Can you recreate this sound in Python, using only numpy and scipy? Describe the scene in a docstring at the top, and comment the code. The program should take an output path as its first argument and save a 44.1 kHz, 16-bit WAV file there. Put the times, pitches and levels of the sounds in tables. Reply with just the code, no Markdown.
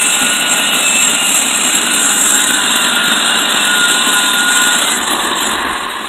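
"""The rasp and sizzle of a petrol band sawmill cutting a log outdoors come first, over its droning engine.
The tooth pattern sings on overtones of about 205 Hz, made as sines and narrow resonances; all else but the
squeals is shaped noise. Just before 5 s the blade leaves the wood: the song stops, two brief squeals sound,
then the throttle is eased. Heard close by through a small microphone, with little bass and a notch at 5 kHz."""
import sys
import numpy as np
from scipy import signal
from scipy.io import wavfile
from scipy.ndimage import uniform_filter1d

SR = 44100
rng = np.random.default_rng(int(sys.argv[2]) if len(sys.argv) > 2 else 0)


def bounce(signal):
    """Save signal as a 16-bit WAV file at the path given by the first command-line argument."""
    frames = np.transpose(np.atleast_2d(signal))
    limited = np.clip(frames, -1, 1)
    pcm = np.round(limited * 32767).astype(np.int16)
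    wavfile.write(sys.argv[1], SR, pcm)


N = 268260
T = np.arange(N) / SR


def amp(db):
    """Amplitude factor of a level in dB."""
    return 10 ** (np.asarray(db) / 20)


def unit(x):
    """Scale to rms 1."""
    return x / np.sqrt(np.mean(x ** 2) + 1e-20)


def column(rows, index, t=T):
    """One column of a table, drawn as straight lines between its times."""
    rows = np.asarray(rows)
    return np.interp(t, rows[:, 0], rows[:, index])


def cycle(turns):
    """Cosine that peaks once per turn."""
    return np.cos(2 * np.pi * turns)


def wander(width):
    """Slow chance of rms 1, smoothed twice over width seconds."""
    size = max(int(width * SR), 2)
    once = uniform_filter1d(rng.standard_normal(N), size)
    return unit(uniform_filter1d(once, size))


def noise(shape, later=None, share=None, patchy_db=0.5, span_hz=400, span_s=.06, size=1024, side=None):
    """Random short-time spectra of rms 1 with drifting patches; shape may blend into a later one."""
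    hop = size // 4
    frames = N // hop + 5
    hz = np.fft.rfftfreq(size, 1 / SR)

    def read(points):
        point_hz, db = np.transpose(points)
        return np.interp(np.log(hz + 1), np.log(point_hz + 1), db)[:, None]

    real, imag, patches = rng.standard_normal((frames, len(hz), 3)).T
    patches = uniform_filter1d(patches, max(int(span_hz * size / SR), 1), axis=0)
    patches = unit(uniform_filter1d(patches, max(int(span_s * SR / hop), 1), axis=1))
    level = read(shape) + 0 * real
    if later:
        mix = np.clip(column(share, index=1, t=np.arange(frames) * hop / SR), 0, 1)
        level = (1 - mix) * level + mix * read(later)
    gain = amp(level) * (hz > .9 * shape[0][0])[:, None]
    gain = gain / np.sqrt((gain ** 2).sum(axis=0)) * amp(patchy_db * patches)
    spectra = (gain * (real + 1j * imag))[None]
    if side:
        side_real, side_imag, gaps = rng.standard_normal((frames, len(hz), 3)).T
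        gaps = uniform_filter1d(gaps, 16, axis=0)
        gaps = unit(uniform_filter1d(gaps, 6, axis=1))  # the width comes and goes
        apart = gain * amp(read(side) + 6.9 * gaps) * (side_real + 1j * side_imag)
        spectra = np.array([spectra[0] + apart, spectra[0] - apart])
    out = signal.istft(spectra, nperseg=size, noverlap=size - hop)[1][:, :N]
    return out / np.sqrt(np.mean(out.mean(axis=0) ** 2))


def resonate(hz, width):
    """Noise through a narrow resonance that follows hz: smooth complex noise shifted up; rms 1."""
    decay = np.exp(-np.pi * width / SR)
    white = rng.standard_normal(N) + 1j * rng.standard_normal(N)
    slow = signal.lfilter([1 - decay], [1, -decay], white)
    carrier = np.exp(2j * np.pi * np.cumsum(hz * np.ones(N)) / SR)
    return unit((slow * carrier).real)


def engine_firings():
    """Running count of firings, with an uneven rate around 59.9 Hz."""
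    return np.cumsum(59.9 * (1 + 0.1507 * wander(0.0318))) / SR


# Engine levels. Each row: time in seconds, exhaust in dB, casing in dB, rumble in dB.
ENGINE_LEVELS = [(0, -27.5, -26.5, -51), (.6, -26.5, -22.5, -48), (1.4, -28, -25, -51),
                 (1.9, -25, -24.5, -50), (2.4, -26.5, -26, -50), (3.2, -25, -22, -50),
                 (4.3, -26, -25.5, -54), (4.9, -27, -22.5, -49), (5.17, -24.5, -19, -46.5),
                 (5.45, -25.5, -21, -49), (5.62, -26.5, -20.5, -37), (5.8, -30, -24, -45),
                 (6.08, -35, -28.5, -56)]
# Low engine rumble spectrum. Each row: frequency in Hz, relative density in dB.
RUMBLE_SPECTRUM = [(12, -37), (20, 0), (54, 3), (70, 8.5), (107, -9), (125, -7), (160, -32), (280, -120)]


def engine_rumble(shake):
    """Low engine noise that wavers with the frame."""
    level_db = column(ENGINE_LEVELS, index=3) + 1.7 * wander(.04) + .8 * shake
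    return amp(level_db) * noise(RUMBLE_SPECTRUM, size=4096, span_hz=30, span_s=.15)


# Blade leaving the log. Each row: time in seconds, share (0-1) of the free-running spectra.
OUT_OF_WOOD = [(0, 0), (4.88, 0.35), (5.0, 0.7), (6.08, 0.73)]
# Exhaust spectra, in the wood and free. Each row: frequency in Hz, relative density in dB.
EXHAUST_CUTTING = [(65, -58), (110, -37), (153, -11), (237, 1), (303, -2), (355, -14.5), (403, -5),
                   (449, -13), (500, -10.5), (650, -33), (1100, -120)]
EXHAUST_FREE = [(65, -50), (110, -23), (151, -30), (177, -15.5), (237, -4), (269, -9), (360, 0), (500, -23),
                (650, -45), (1100, -120)]


def exhaust(firings, shake):
    """Rough noise puffs, one per firing, throbbing once per turn of the band wheel."""
    wheel_hz, throb_db = 5.7, 1.1
    puffs = 1 + 0.18 * cycle(firings)
    throb = amp(throb_db * cycle(wheel_hz * (T - .06)) + 1.5 * shake)
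    rough = noise(EXHAUST_CUTTING, EXHAUST_FREE, OUT_OF_WOOD, size=4096, span_hz=60, span_s=.1)
    return amp(column(ENGINE_LEVELS, index=1)) * unit(puffs * throb * rough)


# Sheet metal spectra, in the wood and free. Each row: frequency in Hz, relative density in dB.
CASING_CUTTING = [(280, -52), (480, -17.5), (604, -4.5), (819, -6.5), (935, -8.5), (1000, -7), (1110, -8),
                  (1290, -5), (1350, -9), (1380, 0.5), (1790, -24), (3040, -120)]
CASING_FREE = [(280, -30), (480, -7), (538, -15.5), (578, -8), (657, -15.5), (711, -6), (841, -6),
               (1060, 3), (1180, 0.5), (1380, -18), (1790, -43), (3040, -120)]


def engine_casing(firings, shake):
    """Sheet metal rattles as noise that swells with each firing."""
    rattle = noise(CASING_CUTTING, CASING_FREE, OUT_OF_WOOD, patchy_db=0.4, span_hz=80, span_s=0.063, size=2048)
    level_db = column(ENGINE_LEVELS, index=2) + 0.56 * wander(0.03) + 1.08 * shake
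    return amp(level_db) * unit((1 + 0.23 * cycle(firings)) * rattle)


# Housing resonances. Each row: frequency in Hz, width in Hz, first level in dB, last level in dB.
HOUSING_HUMS = [(1068, 47, -31.5, -24.5), (1736, 27, -27.5, -39)]


def housing_hums():
    """Narrow resonances of the housing hum once the blade runs free."""
    free_s, rise_s = 4.95, 0.065
    hum = 0
    for hz, width, first_db, last_db in HOUSING_HUMS:
        level_db = np.interp(T, (free_s, T[-1]), (first_db, last_db)) + 4.1 * wander(.04)
        hum = hum + amp(level_db) * resonate(hz, width)
    return hum * np.clip((T - free_s) / rise_s, 0, 1)


# Squeals as the blade slips out. Each row: start in seconds, length in seconds, frequency in Hz, level in dB.
SQUEALS = [(4.835, 0.084, 2080, -26.5), (4.912, 0.049, 2010, -22.5)]


def squeals():
    """The slipping blade squeals: short sines with soft edges."""
    total = 0
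    for start, length, hz, db in SQUEALS:
        swell = np.sin(np.pi * np.clip((T - start) / length, 0, 1))
        total = total + amp(db) * np.sqrt(2) * np.sin(2 * np.pi * hz * T) * swell
    return total


# Tooth pattern, sagging and recovering with the load. Each row: time in seconds, rate in Hz.
TOOTH_RATE = [(0, 203.8), (.42, 207.8), (.58, 205.2), (.7, 206.6), (.85, 203), (1.0, 203.8), (1.25, 201.6),
              (1.45, 203.8), (1.75, 206), (2.05, 203.7), (2.4, 206), (2.8, 198.6), (3.0, 204),
              (3.35, 201.5), (3.5, 203), (3.62, 208), (3.85, 203.2), (4.05, 208.4), (4.3, 202.8),
              (4.48, 206.3), (4.72, 205.4), (4.82, 208)]


def tooth_turns():
    """Count of tooth groups gone by, with a slight unevenness."""
    return np.cumsum(column(TOOTH_RATE, index=1) * (1 + 0.00211 * wander(0.023))) / SR


# The strong overtones, as multiples of the tooth rate.
STRONG_OVERTONES = (7, 13, 14)
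# Their levels. Each row: time in seconds, then the level of each strong overtone in dB.
SONG_LEVELS = [(0, -30, -21, -29), (.25, -22, -23, -26), (.7, -29, -25.5, -21), (.92, -38, -22, -35),
               (1.15, -26.5, -25, -22.5), (1.4, -37, -39, -28), (1.65, -33, -38, -27.5),
               (1.95, -30, -33, -23.5), (2.2, -33, -39, -29), (2.45, -26, -36, -31), (2.8, -32, -38, -23.5),
               (2.98, -15.5, -30, -27), (3.15, -27, -39, -32), (3.4, -27, -51, -21), (3.6, -23, -23, -27),
               (3.82, -15, -41, -37), (4.05, -22.5, -25.5, -29), (4.2, -16.5, -38, -30),
               (4.7, -18.5, -38, -32)]
# Faint overtones. Each row: multiple of the tooth rate, level in dB, gain in dB as the rasp sharpens.
FAINT_OVERTONES = [(4, -36.5, 1.5), (5, -37.5, 9.5), (8, -40, 3), (9, -35, -1), (10, -38, 0),
                   (12, -41.5, -7), (15, -47, -5), (17, -36, 2), (18, -34, 7.5)]
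# Rasp gathering near 3.7 kHz. Each row: time in seconds, share (0-1) of the sharp rasp.
SHARPNESS = [(0, 0.04), (1.9, 0.05), (2.3, 0.87), (3.5, 0.98), (5.5, 1), (5.65, 0.1), (6.08, 0.35)]


def song(turns):
    """The tooth rate sings in fluttering sines and rough resonances, fading as the blade comes free."""
    end_s, fade_s = 4.79, .04
    total = 0
    for i, (multiple, flutter_db) in enumerate(zip(STRONG_OVERTONES, (1.1, 2.2, 2.2))):
        flutter = amp(flutter_db * wander(0.012) + 2.18 * wander(0.065))
        tone = np.sqrt(2) * np.sin(2 * np.pi * (multiple * turns + rng.random()))
        total = total + amp(column(SONG_LEVELS, index=i + 1)) * flutter * tone
    for multiple, db, gained_db in FAINT_OVERTONES:
        level_db = db + gained_db * column(SHARPNESS, index=1) + 2.8 * wander(0.11)
        total = total + amp(level_db) * resonate(round(multiple) * column(TOOTH_RATE, index=1), 19.5)
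    return total * np.clip((end_s - T) / fade_s, 0, 1)


# Levels of the cut. Each row: time in seconds, log and frame in dB, rasp in dB, sizzle in dB.
CUT_LEVELS = [(0, -28.5, -19, -17.5), (.6, -29, -17.5, -18), (1.25, -37, -18.5, -17.5),
              (1.4, -32, -19, -15), (1.85, -24.5, -18, -18), (2.3, -21.5, -20, -12.5),
              (2.6, -20.5, -17.5, -18.5), (3.2, -18.5, -16.5, -22.5), (4.0, -22.5, -17, -19.5),
              (4.88, -21, -17, -17.5), (4.96, -21, -23, -15.5), (5.1, -23, -20, -24.5),
              (5.52, -23, -21, -24.5), (5.65, -22.5, -25, -32), (6.08, -30, -27.5, -38)]
# Log and frame spectra, in the wood and free. Each row: frequency in Hz, relative density in dB.
LOG_CUTTING = [(800, -24), (1360, -1.5), (1440, 1.5), (1580, -1.5), (1720, -7.5), (1850, -8.5), (2150, -17),
               (2300, -23), (2990, -36), (5060, -120)]
LOG_FREE = [(800, -42), (1360, -19), (1400, -7.5), (1490, -5), (1730, 0.5), (2050, -5.5), (2220, -13),
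            (2300, -29), (2990, -49), (5060, -120)]


def log_and_frame(shake):
    """Log and frame sound as patchy noise strongest near 1.5 kHz."""
    body = noise(LOG_CUTTING, LOG_FREE, OUT_OF_WOOD, patchy_db=2.5, span_hz=90, span_s=0.09, size=2048)
    return amp(column(CUT_LEVELS, index=1) + 1.4 * shake) * body


def tooth_bite(turns):
    """The teeth bite at the tooth rate, less deeply as the blade leaves the wood."""
    return 1 + 0.11 * cycle(turns) * (1 - column(OUT_OF_WOOD, index=1))


# Rasp spectra, broad and sharp. Each row: frequency in Hz, relative density in dB.
RASP_BROAD = [(1320, -12), (2250, -8), (2580, -2), (2780, -2), (2950, -3.5), (3260, -7), (3850, -2),
              (4110, -7.5), (4390, -28), (4520, -52), (4800, -91), (4900, -91), (5000, -53), (6500, -80),
              (11000, -120)]
RASP_SHARP = [(1320, -67), (2250, -15), (2330, -7), (2440, -7), (2790, -0.5), (3260, -1.5), (3690, 3.5),
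              (3890, 2.5), (4060, -0.5), (4150, -13), (4260, -13), (4480, -31), (5000, -55), (6500, -60),
              (11000, -120)]


def rasp(bite, shake):
    """Teeth scrape the wood: noise in bursts at the tooth rate."""
    scrape = noise(RASP_BROAD, RASP_SHARP, SHARPNESS, patchy_db=2.5, span_hz=120, span_s=.025)
    level_db = column(CUT_LEVELS, index=2) + 0.39 * wander(0.039) + 1.3 * shake
    return amp(level_db) * unit(bite * scrape)


# Stereo width of the treble, before it drifts. Each row: frequency in Hz, side against mid in dB.
TREBLE_WIDTH = [(4000, -54), (8600, -69), (9200, -11), (10500, -7.5), (15000, -7)]
# Top treble spectrum. Each row: frequency in Hz, relative density in dB.
TOP_SPECTRUM = [(5290, -22.5), (9000, -0.5), (12800, -7.5), (14300, -17), (15600, -38)]


def top_treble(shake):
    """The top treble flickers in patchy noise, following the set sizzle level by a share."""
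    base_db, follows = -13, 0.65
    flicker = noise(TOP_SPECTRUM, patchy_db=5.5, span_hz=700, span_s=.03, side=TREBLE_WIDTH)
    level_db = base_db + follows * column(CUT_LEVELS, index=3) + 1.4 * wander(0.066) + 2.2 * shake
    return amp(level_db) * flicker


# Sizzle spectra, cutting and with throttle eased. Each row: frequency in Hz, relative density in dB.
SIZZLE_CUTTING = [(2880, -71), (4900, -43.5), (6380, -13.5), (6720, -7), (7440, -1), (7770, 2.5),
                  (9100, -9), (11800, -18.5), (20000, -120)]
SIZZLE_EASED = [(2880, -59), (4900, -37), (7130, -2.5), (7570, -1.5), (8690, 0), (8780, -14), (9100, 4.5),
                (11800, -32), (20000, -120)]
# Easing of the throttle. Each row: time in seconds, share (0-1) of the eased sizzle.
THROTTLE_EASED = [(0, 0.24), (5.0, 0.12), (5.5, 0), (5.65, 0.9), (6.08, 0.6)]
# Blade modes. Each row: frequency in Hz, width in Hz, level against the sizzle in dB.
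BLADE_MODES = [(6990, 22, -17), (7540, 54, -7.5), (7500, 28, -9), (8670, 80, -11.5)]
# Brief dips of the sizzle, and one flare. Each row: centre in seconds, change in dB.
SIZZLE_DIPS = [(.45, -9), (.72, -5.5), (1.9, -2.5), (2.38, -6), (3.01, -9), (3.35, -4), (3.47, -5),
               (4.17, 5), (4.34, -8), (5.0, -14), (5.19, -4), (5.33, -8), (5.58, -7), (5.66, -11),
               (5.88, -13)]


def sizzle(bite, shake):
    """The steel band sizzles as treble noise in tooth bursts and rings on its own modes."""
    dip_s = 0.024
    hiss = noise(SIZZLE_CUTTING, SIZZLE_EASED, THROTTLE_EASED, patchy_db=2.5, span_hz=150, span_s=.024,
                 side=TREBLE_WIDTH)
    rings = sum(amp(db + 4.7 * wander(0.092)) * resonate(hz, width) for hz, width, db in BLADE_MODES)
    dips_db = sum(db * np.exp(-((T - centre) / dip_s) ** 2) for centre, db in SIZZLE_DIPS)
    level_db = column(CUT_LEVELS, index=3) + dips_db + 0.94 * wander(0.051) + 1.47 * shake
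    return amp(level_db) * (unit(bite * hiss) + rings)


def scene():
    """Engine, blade and cut share one judder of the frame."""
    turns = tooth_turns()
    firings = engine_firings()
    bite = tooth_bite(turns)
    shake = wander(0.0058)  # the whole frame judders, swaying its noises together
    engine = engine_rumble(shake) + exhaust(firings, shake) + engine_casing(firings, shake) + housing_hums()
    blade = squeals() + song(turns)
    cut = log_and_frame(shake) + rasp(bite, shake) + top_treble(shake) + sizzle(bite, shake)
    return engine + blade + cut


# Microphone notch near 5 kHz. Each row: frequency in Hz, response in dB.
MICROPHONE_NOTCH = [(4000, 0), (4300, -3.5), (4600, -7.5), (5000, -27), (5300, -1.5)]


def record(dry):
    """The input stage rounds off the tallest peaks; microphone notch; then the band limit."""
    ceiling, edge_hz = 1.2, 15750
    mid = dry.mean(axis=0)
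    rounded = ceiling * np.tanh(mid / ceiling) + dry - mid  # only the mid is rounded
    hz, db = np.transpose([(0, 0.0084)] + MICROPHONE_NOTCH + [(SR / 2, 0)])
    notch = signal.firwin2(1023, hz, amp(db), fs=SR)
    notched = signal.oaconvolve(rounded, notch[None], "same")
    band = signal.firwin(1023, edge_hz, window=("kaiser", 9), fs=SR)
    return signal.oaconvolve(notched, band[None], "same")


dry = scene()
out = record(dry)
bounce(out)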